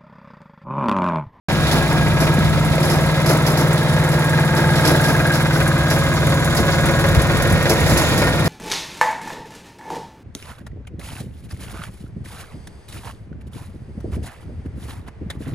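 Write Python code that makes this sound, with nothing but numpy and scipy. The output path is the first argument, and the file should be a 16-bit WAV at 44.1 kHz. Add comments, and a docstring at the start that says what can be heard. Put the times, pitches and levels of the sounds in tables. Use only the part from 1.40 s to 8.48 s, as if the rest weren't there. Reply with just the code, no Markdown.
"""An open yard, where a cement mixer runs while someone with a phone walks round to its engine cowl.
A breeze flutters and bumps on the microphone ports. The ring gear grinds, loose metal ticks,
and the empty drum clanks in its slack and booms. Up front, a single-cylinder diesel fires every
second turn: puffs ring the silencer, knocks ring the block, the panels and the cowl."""
import sys
import numpy as np
from scipy import signal
from scipy.fft import rfft, irfft
from scipy.io import wavfile
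from scipy.ndimage import uniform_filter1d

SR = 44100
rng = np.random.default_rng(int(sys.argv[2]) if len(sys.argv) > 2 else 0)


def store_wav(level_fs):
    """Save 16-bit WAV to argv[1]."""
    pcm = np.round(np.clip(np.atleast_2d(level_fs), -1, 1) * 32767)
    wavfile.write(sys.argv[1], SR, pcm.T.astype(np.int16))


N = 312228
TIME = np.arange(N) / SR
DIRECT_ONLY = np.array([[1], [0]])  # gains for the direct and the scattered sound


def undb(db):
    """Decibels to gain."""
    return 10 ** (np.asarray(db) / 20)


def unit(x):
    """Scale to an rms of 1."""
    return x / np.sqrt(np.mean(x ** 2))


def bell(offset_s, spread_s):
    """A smooth hump of height 1 where the offset is zero."""
    return np.exp(-.5 * (offset_s / spread_s) ** 2)


def curve(table):
    """Join rows of time and value with straight lines."""
    return np.interp(TIME, *np.transpose(table))


def on_log_axis(hz, points):
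    """Read a spectrum at the given frequencies."""
    point_hz, value = np.transpose(points)
    return np.interp(np.log(hz + 1), np.log(point_hz), value)


def colour(x, points, size=4096):
    """Minimum-phase EQ with the given shape and a power gain of 1."""
    gain = undb(on_log_axis(np.fft.rfftfreq(size, 1 / SR), points))
    cepstrum = irfft(np.log(gain))
    cepstrum[1:size // 2] *= 2
    cepstrum[size // 2 + 1:] = 0
    response = irfft(np.exp(rfft(cepstrum)))
    response /= np.linalg.norm(response)
    return signal.fftconvolve(np.atleast_2d(x), response[None], axes=1)[:, :N]


def ring(x, hz, width_hz):
    """One decaying mode, rung by x."""
    pole = np.exp((2j * np.pi * hz - np.pi * width_hz) / SR)
    return signal.lfilter([1, -pole.real], [1, -2 * pole.real, abs(pole) ** 2], x)


def pulses(times, sizes):
    """Clicks at the given times, each shared between two samples."""
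    at = np.clip(np.asarray(times) * SR, 0, N)
    i = at.astype(int)
    before = np.bincount(i, sizes * (1 - at + i), N + 2)
    after = np.bincount(i + 1, sizes * (at - i), N + 2)
    return (before + after)[:N]


def fade(times, db, t60_s, attack_s=0.0017):
    """Envelope of blows whose energies add up and die away."""
    decay = np.exp(-2 * np.log(1000) / (t60_s * SR))
    energy = signal.lfilter([1], [1, -decay], pulses(times, undb(db) ** 2))
    rise = np.exp(-1 / (attack_s * SR))
    return signal.lfilter([1 - rise], [1, -rise], np.sqrt(energy))


def noise():
    """Two unrelated noises: the direct sound and the scattered sound."""
    return rng.standard_normal((2, N))


def wander(rate_hz):
    """A random glide between -1 and 1, with rate_hz new targets a second."""
    hold = int(SR / rate_hz)
    steps = np.repeat(rng.standard_normal(1024)[:N // hold + 1], hold)
    return np.tanh(2.2 * uniform_filter1d(steps, hold)[:N])


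def facing(faced_s, spread_s=0.66, aside_db=-10):
    """Gain of a part that beams its sound one way as the listener walks by."""
    return undb(aside_db * (1 - bell(TIME - faced_s, spread_s)))


def strokes(cycle, share, jitter_s, scatter_db):
    """Times and levels in dB of something that happens once in each engine cycle."""
    times = np.interp(np.arange(int(cycle[-1]) + 1) + share, cycle, TIME)
    late, loud = rng.standard_normal((2, len(times)))
    return times + jitter_s * late, scatter_db * loud


def teeth(rate_hz, jitter_s, scatter_db, t60_s):
    """Envelope of gear teeth passing, uneven in time and level."""
    times = np.arange(int(TIME[-1] * rate_hz)) / rate_hz
    late, loud = rng.standard_normal((len(times), 2)).T
    return fade(times + jitter_s * late, scatter_db * np.tanh(loud), t60_s)


# The low flutter of wind. Each row: frequency in Hz, relative level in dB.
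WIND_EQ = [(15, -36), (30, -19), (48, -9), (65, 0), (100, -4.5), (160, -5), (300, -22), (800, -55)]
# Swells of the breeze. Each row: crest in seconds, spread in seconds, lift over the lull in dB.
WIND_GUSTS = [(.85, 0.62, 6), (6.0, 0.48, 7.5), (6.75, 0.27, 3.5)]
# Dull wind bumps. Each row: start in seconds, relative level in dB, trim of the upper thud in dB.
WIND_BUMPS = [(0.575, -13, -15), (0.984, -6, -4.5), (1.172, -15, -14), (3.495, -19, -28), (5.201, -10, -10),
              (5.77, -6, -14), (5.945, -8, -5.5), (6.112, -9.5, -3), (6.519, -10, -2), (7.049, -7.5, -13)]


def breeze(lull_db=-27.5, flutter_db=1.5, scattered_db=6):
    """Eddies flutter on each port and swell in gusts; the strongest arrive as dull bumps."""
    gusts_db = sum(lift * bell(TIME - s, spread) for s, spread, lift in WIND_GUSTS)
    flow = undb(lull_db + flutter_db * wander(rate_hz=11) + gusts_db)
    starts, db, thud_db = np.transpose(WIND_BUMPS)
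    buffets = undb(-9.5) * fade(starts, db, t60_s=0.083)
    eddies = colour((flow + buffets) * noise(), WIND_EQ)
    thump = undb(-5) * ring(pulses(starts, undb(db)), hz=86, width_hz=34)
    thud = undb(10) * ring(pulses(starts, undb(db + thud_db)), hz=194, width_hz=90)
    bumps = signal.sosfilt(signal.butter(3, 300, fs=SR, output="sos"), thump + thud)
    return eddies * undb([[0], [scattered_db]]) + bumps * DIRECT_ONLY


def louvres():
    """Cooling air hisses from the cowl, loudest in front of its two sets of vents."""
    air = colour(noise(), [(4000, -44), (6200, -8.5), (6900, 2), (7500, -9), (9500, -29)])
    first_vents = undb(-42) * facing(5.2, spread_s=0.73, aside_db=-12)
    second_vents = undb(-35) * facing(6.59, spread_s=0.2, aside_db=-19)
    return air * (first_vents + second_vents)


def jingle():
    """Loose metal ticks faintly as the gear teeth pass, with the same bright tone as the valve."""
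    taps = teeth(rate_hz=15, jitter_s=0.0095, scatter_db=2.4, t60_s=0.055)
    return undb(-28.5) * colour(taps * noise(), VALVE_EQ)


# The thin tone of small metal. Each row: frequency in Hz, relative level in dB.
TICK_EQ = [(1000, -14), (3000, -5), (5200, 2), (7000, 1.5), (9500, 4), (11500, 3.5), (14000, -7),
           (16000, -6)]
# Bright metallic ticks. Each row: start in seconds, relative level in dB.
BRIGHT_TICKS = [(2.5346, -35), (4.6357, -27), (4.754, -36), (4.8662, -24), (4.9417, -27), (5.044, -22.5),
                (5.077, -35), (5.4567, -30), (5.5927, -24), (5.685, -24.5), (5.7458, -24), (5.818, -21.5),
                (5.968, -29), (6.0207, -19.5), (6.099, -23), (6.2245, -27), (6.2947, -14.5), (6.4048, -25),
                (6.5727, -15), (6.7767, -21)]


def ticks():
    """Short, bright metallic ticks: louder valve ticks and loose metal jolted by the clanks."""
    starts, db = np.transpose(BRIGHT_TICKS)
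    envelope = fade(starts, db, t60_s=0.091, attack_s=0.00054)
    return undb(-2) * colour(envelope * noise(), TICK_EQ)


def rattle(count=520, level_db=-16.5):
    """Light, dry taps of loose bits on the drum, dying away after each clank."""
    starts, db, _ = np.transpose(DRUM_CLANKS)
    when, size = rng.random((count, 2)).T
    taps = unit(fade(when * TIME[-1], 12 * size, t60_s=0.03))
    settling = fade(starts, db + level_db, t60_s=0.97)
    return colour(settling * taps * noise(), TICK_EQ)


# Cracks from the gear. Each row: start in seconds, relative level in dB, band centre in Hz.
TOOTH_SNAPS = [(0.3137, -19, 3870), (3.94, -25, 5000), (4.503, -21, 5200), (4.7594, -26, 5100),
               (5.17, -20.5, 4940), (5.3194, -23, 4900), (6.2975, -21, 5370)]


def snaps(width_hz=1100):
    """A tooth of the ring gear snaps home: a short, dry, metallic crack."""
    out, grain = 0, noise()
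    for start, db, hz in TOOTH_SNAPS:
        band = signal.butter(1, [hz - width_hz / 2, hz + width_hz / 2], "band", fs=SR, output="sos")
        crack = unit(signal.sosfilt(band, grain))
        out = out + fade([start], [db], t60_s=0.16, attack_s=0.00066) * crack
    return undb(-3) * out


# The drum's hollow notes. Each row: pitch in Hz, bandwidth in Hz, gain in dB.
SHELL_MODES = [(267, 18, -19), (344.3, 13.7, 7), (442.7, 9, 0), (645.6, 15, 2.5)]


def shell(x):
    """The empty drum resonates, rung by x."""
    return sum(undb(db) * ring(x, hz, width) for hz, width, db in SHELL_MODES)


# Hollow booms. Each row: start in seconds, relative level in dB.
DRUM_BOOMS = [(1.864, -13), (3.514, -10), (3.695, -13), (5.194, -12.5), (6.304, -8.5), (6.522, -15)]


def booms():
    """Heavy blows ring the hollow shell."""
    starts, db = np.transpose(DRUM_BOOMS)
    return undb(-11) * shell(pulses(starts, undb(db)))


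def drum_load(near, turn_s=3.2, tight_at_s=0.3):
    """Gains of rumble and grit: both rise as the gear runs tight each turn; clanks leave a shudder."""
    from_tight_s = (TIME - tight_at_s + turn_s / 2) % turn_s - turn_s / 2
    tight = bell(from_tight_s, spread_s=0.13)
    starts, db, _ = np.transpose(DRUM_CLANKS)
    shudder = fade(starts, db - 8, t60_s=1)
    return np.hypot(undb(-27 + 3 * tight), shudder), undb(-34 + 1.5 * near + 4 * tight)


# Dark drum rumble and sharp cement grit. Each row: frequency in Hz, relative level in dB.
DRUM_EQ = [(60, -10), (130, -6), (220, 0), (320, 0), (410, -6), (600, -2), (800, -5.5), (1500, -11),
           (2500, -20), (5000, -34.5)]
GRIT_EQ = [(1000, -20), (2800, 7.5), (3700, 14), (4500, 6), (5200, 6.5), (6200, -1.5), (9200, 3),
           (10300, -1), (11200, -1.5), (14000, -12), (16000, -15)]


def gear(rumble_gain, grit_gain, crumb_count=420):
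    """Teeth of the ring gear mesh unevenly; the drum rumbles and dried cement grits between them."""
    mesh = unit(teeth(rate_hz=14.3, jitter_s=0.0087, scatter_db=4, t60_s=0.27))
    when, size = rng.random((crumb_count, 2)).T
    crumbs = unit(fade(when * TIME[-1], 20 * size ** 3, t60_s=0.11))
    scrape = np.sqrt(0.9 + .5 * mesh ** 2 + 0.24 * crumbs ** 2) * noise()
    grit = unit(colour(scrape, GRIT_EQ))
    rolling = colour(np.sqrt(2 + 0.13 * mesh ** 2) * noise(), DRUM_EQ)
    rumble = unit(rolling) + undb(-9) * unit(shell(rolling))
    return grit * grit_gain + rumble * rumble_gain


# The crash of struck steel. Each row: frequency in Hz, relative level in dB.
STEEL_EQ = [(200, -4), (330, 23), (620, 12.5), (1100, 5), (2000, 9), (2900, 6.5), (3800, 7.5), (5150, 12),
            (6200, 5), (9300, 4.5), (11200, 7), (14000, -4), (16000, -24)]
# The drum's high ring. Each row: pitch in Hz, bandwidth in Hz, relative level in dB.
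STEEL_RING = [(4950, 80, -9), (5210, 74, -7), (11250, 160, -5)]
# Clanks in the gear's slack. Each row: start in seconds, relative level in dB, trim of the body in dB.
DRUM_CLANKS = [(0.3123, -19, 6.5), (0.3374, -35, -8), (0.4972, -26.5, 12.5), (0.802, -18.5, 2.5),
               (1.428, -21, 4), (1.4985, -18, -3), (1.53, -24.5, 10), (1.86, -18, -9), (1.89, -17.5, 7.5),
               (2.064, -17.5, 4.5), (2.172, -19.5, 1), (2.199, -23.5, 9), (2.7156, -24.5, 8.5),
               (3.1644, -22.5, 9.5), (3.355, -21, -2), (3.45, -13.5, -2), (3.4744, -16, -5),
               (3.6406, -20.5, 2), (3.682, -20.5, 6), (3.936, -21, -10), (4.133, -22.5, 4), (4.5, -19, 3),
               (5.165, -20.5, -6), (6.294, -17.5, 1), (6.4625, -22, -12), (6.4944, -18, -16),
               (6.575, -17, -4), (6.776, -19.5, 0), (7.055, -20, 3)]


def clanks(bounce_s=0.02, bounce_db=-7):
    """The drum drops through its slack and bounces: a ringing crash over a slower, hollow body."""
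    starts, db, body_db = np.transpose(DRUM_CLANKS)
    bounces = starts + bounce_s * (.5 + rng.random(len(starts)))
    crash = fade(np.r_[starts, bounces], np.r_[db, db + bounce_db], t60_s=0.22, attack_s=0.00051)
    body = fade(starts + 0.0084, db + body_db, t60_s=0.62)
    contact = undb(-3.5) * crash * noise()
    ringing = sum(undb(gain_db - 8) * np.sqrt(2 * np.pi * width / SR) * ring(contact, hz, width)
                  for hz, width, gain_db in STEEL_RING)
    return colour(contact, STEEL_EQ) + ringing + undb(-7) * colour(body * noise(), DRUM_EQ)


# The valve's crisp tick. Each row: frequency in Hz, relative level in dB.
VALVE_EQ = [(2000, 10), (4000, -16), (6500, -1), (9500, 5), (11300, -1.5), (14000, 0), (16000, -26)]


def valve(cycle, near):
    """A valve seats: a bright tick with a short hiss, once a cycle."""
    times, db = strokes(cycle, share=.245, jitter_s=0.00014, scatter_db=3)
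    return undb(-29.5 + 4.5 * near) * colour(fade(times, db, t60_s=0.1) * noise(), VALVE_EQ)


# The throb of silencer and air box, each with its housing. Each row: pitch in Hz, bandwidth in Hz,
# relative level in dB, moment faced in seconds, spread in seconds.
SILENCER_MODES = [(154.8, 6, -19.7, 1.9, 4.4), (138.3, 6.7, -25.1, 3, 3), (103.7, 6, -36, 6.4, 1.1),
                  (194.8, 6, -34, 1.4, 1.6), (237.9, 6, -31.5, 5.3, 1), (78, 6, -31, 5.5, 1.1)]
AIR_BOX_MODES = [(137.4, 6, -26.1, 5.2, 1.2), (106.4, 10.2, -28, 5.1, 6.3), (58.9, 6, -38, 5.5, 3),
                 (213.8, 6, -33, 2, 5), (273, 6, -35.5, 5, 1.2), (176, 5, -38, 5.5, .7)]


def chug(cycle, exhaust_share=.465, intake_share=.776):
    """The exhaust puffs, then the intake sucks; each rings its own resonances: a double throb."""
    soften = signal.butter(2, 260, fs=SR, output="sos")
    out = 0
    for share, sign, modes in (exhaust_share, 1, SILENCER_MODES), (intake_share, -1, AIR_BOX_MODES):
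        times, scatter = strokes(cycle, share, jitter_s=.00012, scatter_db=1.4)
        gas = signal.sosfilt(soften, sign * pulses(times, undb(scatter)))
        for hz, width, db, faced_s, spread_s in modes:
            out = out + undb(db) * facing(faced_s, spread_s, aside_db=-17) * unit(ring(gas, hz, width))
    return undb(0.34) * out


# The fader ride on the cowl's singing note. Each row: time in seconds, level in dB.
COWL_RIDE = [(0, -30.5), (.7, -27.5), (1.2, -34.5), (1.6, -31.5), (2.35, -36), (2.8, -28.5), (3.75, -29),
             (4.75, -34.5), (5.5, -27.5), (7.08, -39.5)]
# Damped clangs of cowl and crankcase. Each row: pitch in Hz, bandwidth in Hz, level in dB,
# strike point as a share of the cycle, moment faced in seconds, spread in seconds.
CLANG_MODES = [(1637, 31, -27.5, 0.01, 3.73, 1.03), (1545, 38, -31.5, 0.026, 4.07, 0.9),
               (1720, 52, -42, 0.019, 3.9, .75), (1608, 28, -30.5, .09, 3.2, 0.47),
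               (1597, 100, -34, .855, 4.9, 1.3), (1085, 31, -36.5, .85, 5.16, 0.98),
               (1248, 40, -36, .03, 4.6, 0.85), (923, 50, -38.5, .345, 1.7, 2.2),
               (973, 37, -36.5, .46, 4.74, 0.99), (1610, 58, -38.5, .12, 0.72, 0.75),
               (1307, 23, -37, .58, 1.4, 1.6)]


def cowl(cycle):
    """The firing shock keeps one bright mode singing; damped modes clang, each once a cycle."""
    times, scatter = strokes(cycle, share=.04, jitter_s=.00006, scatter_db=1.5)
    singing = unit(ring(pulses(times, undb(scatter)), hz=1640, width_hz=7.9))
    out = undb(curve(COWL_RIDE)) * singing
    for hz, width, db, share, faced_s, spread_s in CLANG_MODES:
        times, scatter = strokes(cycle, share, jitter_s=.00005, scatter_db=1.6)
        clang = unit(ring(pulses(times, undb(scatter)), hz, width))
        out = out + undb(db) * facing(faced_s, spread_s, aside_db=-20) * clang
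    return out


# Ringing sheet metal. Each row: pitch in Hz, bandwidth in Hz, relative level in dB,
# moment faced in seconds.
PANEL_MODES = [(352.1, 3.35, -3, 3.3), (436, 13, 2, 6.7), (507.4, 7, 1.5, 2.93), (546.6, 5.4, 1.5, 5.4),
               (690, 9, -3, 5.5), (883, 11, -0.5, 3.1), (910, 5.9, -4.5, 0.83), (976, 2.8, -0.5, 5.4),
               (1090, 6.7, -2, 4.8), (1249, 15, -0.5, 4), (1420, 8.9, -0.5, 6.6), (1302, 13, -3, 1.4),
               (1463, 8, -3, 5.4), (1624, 19, 4, 3.6), (1837, 14, -2.5, 6.5), (2058, 43, -3, 1.1),
               (2395, 20, -5, 0.1), (2590, 220, -24, 8.9), (3500, 200, -3, 4.5)]


def panels(blows, patchy_db=4):
    """Blows shake the panels; each ring comes and goes as the listener moves, and swells when faced."""
    return sum(undb(db + patchy_db * wander(rate_hz=1.635)) * facing(s) * unit(ring(blows, hz, width))
               for hz, width, db, s in PANEL_MODES)


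def block_ring(times, sizes, t60_s=.085, view_count=6, length=4096):
    """Each blow rings the block; the ring changes slowly as the listener moves round the machine."""
    tail = np.exp(-np.log(1000) * TIME[:length] / t60_s)
    views = rng.standard_normal((view_count, 2, length)) * tail
    place = times / TIME[-1] * (view_count - 1)
    crossfade = np.sqrt(np.clip(1 - abs(place[:, None] - np.arange(view_count)), 0, 1))
    rings = np.tensordot(crossfade * sizes[:, None], views, 1)
    track = np.zeros((2, N + 2 * length))
    for start, burst in zip(abs(times * SR).astype(int), rings):
        track[:, start:start + length] += burst
    return track[:, :N]


# The solid block and its brighter loose clatter. Each row: frequency in Hz, relative level in dB.
BLOCK_EQ = [(150, -16), (300, 0), (410, -3), (560, 8), (780, -5), (1200, -3.5), (1700, -5), (2100, -2.5),
            (2800, -29), (4500, -24), (9000, -34.5)]
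CLATTER_EQ = [(200, -14.5), (500, 3.5), (900, 3), (1400, -1), (1900, 1), (2400, 2.5), (2950, -5),
              (3700, -6.5), (5000, -8.5), (8000, -19.5), (15000, -32)]
# The fader ride on the clatter. Each row: time in seconds, level in dB.
CLATTER_RIDE = [(0, -27), (2.4, -34), (4.2, -32.5), (5.5, -30.5), (6.6, -25), (7.08, -27.5)]
# The beat of combustion, piston slap and valves. Each row: share of the cycle, relative level in dB.
ENGINE_BLOWS = [(.865, 1), (.985, -1), (0.114, -4), (.28, -5), (.45, -6), (0.609, -4.5)]


def knocking(cycle, near):
    """The diesel's blows ring the block, shake the panels and rattle loose parts."""
    block, blows, clatter_power = 0, 0, 0
    for share, db in ENGINE_BLOWS:
        times, scatter = strokes(cycle, share, jitter_s=.00004, scatter_db=2.1)
        sizes = undb(db + scatter)
        block = block + block_ring(times, sizes)
        blows = blows + pulses(times, sizes)
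        clatter_power = clatter_power + fade(times, db + scatter, t60_s=.11) ** 2
    body = undb(-1.5) * unit(colour(block, BLOCK_EQ)) + undb(-8.5) * panels(blows) * DIRECT_ONLY
    clatter = unit(colour(np.sqrt(clatter_power) * noise(), CLATTER_EQ))
    return undb(-29.5 + 5.5 * near) * body + undb(curve(CLATTER_RIDE)) * clatter


# The stereo image. Each row: frequency in Hz, phase lead of the left in radians, likeness from 0 to 1.
PORT_IMAGE = [(150, 0.17, 0.92), (1500, 0.67, 0.81), (2400, 1.66, 0.74), (3150, 3.1, 0.73),
              (4600, 2.3, 0.17), (6000, 6.09, 0.02), (7000, 5.18, 0.66), (8550, 3.14, 1.0),
              (10000, 1.2, 0.84), (10800, 0.01, 0.99), (11400, -0.24, 0.93), (12300, -1.75, 0.81),
              (13450, -3.14, 1.0), (14600, -4.78, 0.59), (15500, -6.28, 0.98)]
# The stereo balance. Each row: frequency in Hz, left minus right in dB.
PORT_BALANCE = [(130, 0.2), (350, 0.5), (1300, 0), (2400, -2), (4600, -2.5), (7000, -1.5), (12000, 0)]


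def microphone_ports(direct, scattered):
    """Two closely spaced ports share the direct sound; the scattered sound sets them apart."""
    hz = np.fft.rfftfreq(N, 1 / SR)
    port_hz, *columns = np.transpose(PORT_IMAGE)
    lead, likeness = (np.interp(hz, port_hz, column) for column in columns)
    mid = rfft(direct) * np.sqrt((1 + likeness) / 2)
    side = rfft(scattered) * np.sqrt((1 - likeness) / 2)
    lean = undb(on_log_axis(hz, PORT_BALANCE) / 2) * np.exp(.5j * lead)
    return irfft(np.array([(mid + side) * lean, (mid - side) / lean]), N)


# The crankshaft's governed pace. Each row: time in seconds, speed in turns a minute.
ENGINE_RPM = [(0, 2336), (1.2, 2335), (1.55, 2322.5), (2.1, 2334.5), (2.8, 2334.5), (3.8, 2352.5),
              (4.4, 2335.5), (5.8, 2340), (6.6, 2352), (7.08, 2339)]
# The walk from the mixer's side to its cowl. Each row: time in seconds, closeness from 0 to 1.
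WALK_UP = [(0, 0.13), (2.8, 0.84), (4.6, 0.7), (5.9, 0.99), (6.6, 1), (7.08, 0.8)]


def scene():
    """Engine, drum and breeze, heard in stereo along the walk."""
    cycle = np.cumsum(curve(ENGINE_RPM)) / (2 * 60 * SR)  # engine cycles so far, two turns each
    near = curve(WALK_UP)
    engine = knocking(cycle, near) + valve(cycle, near) + louvres()
    drum = gear(*drum_load(near)) + clanks() + snaps() + rattle()
    direct, scattered = engine + drum + ticks() + jingle() + breeze()
    direct = direct + chug(cycle) + cowl(cycle) + booms()
    return microphone_ports(direct, scattered)


def record(dry, opens_s=.084, ceiling=.88, top_hz=15900):
    """The phone opens after a moment, drops the deepest rumble, rounds the peaks and cuts the top."""
    opened = dry * np.clip((TIME - opens_s) / .003, 0, 1)
    trimmed = signal.sosfilt(signal.butter(3, 30, "high", fs=SR, output="sos"), opened)
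    rounded = trimmed / (1 + (trimmed / ceiling) ** 6) ** (1 / 6)
    return signal.sosfilt(signal.ellip(10, .2, 80, top_hz, fs=SR, output="sos"), rounded)


dry = scene()
out = record(dry)
store_wav(out)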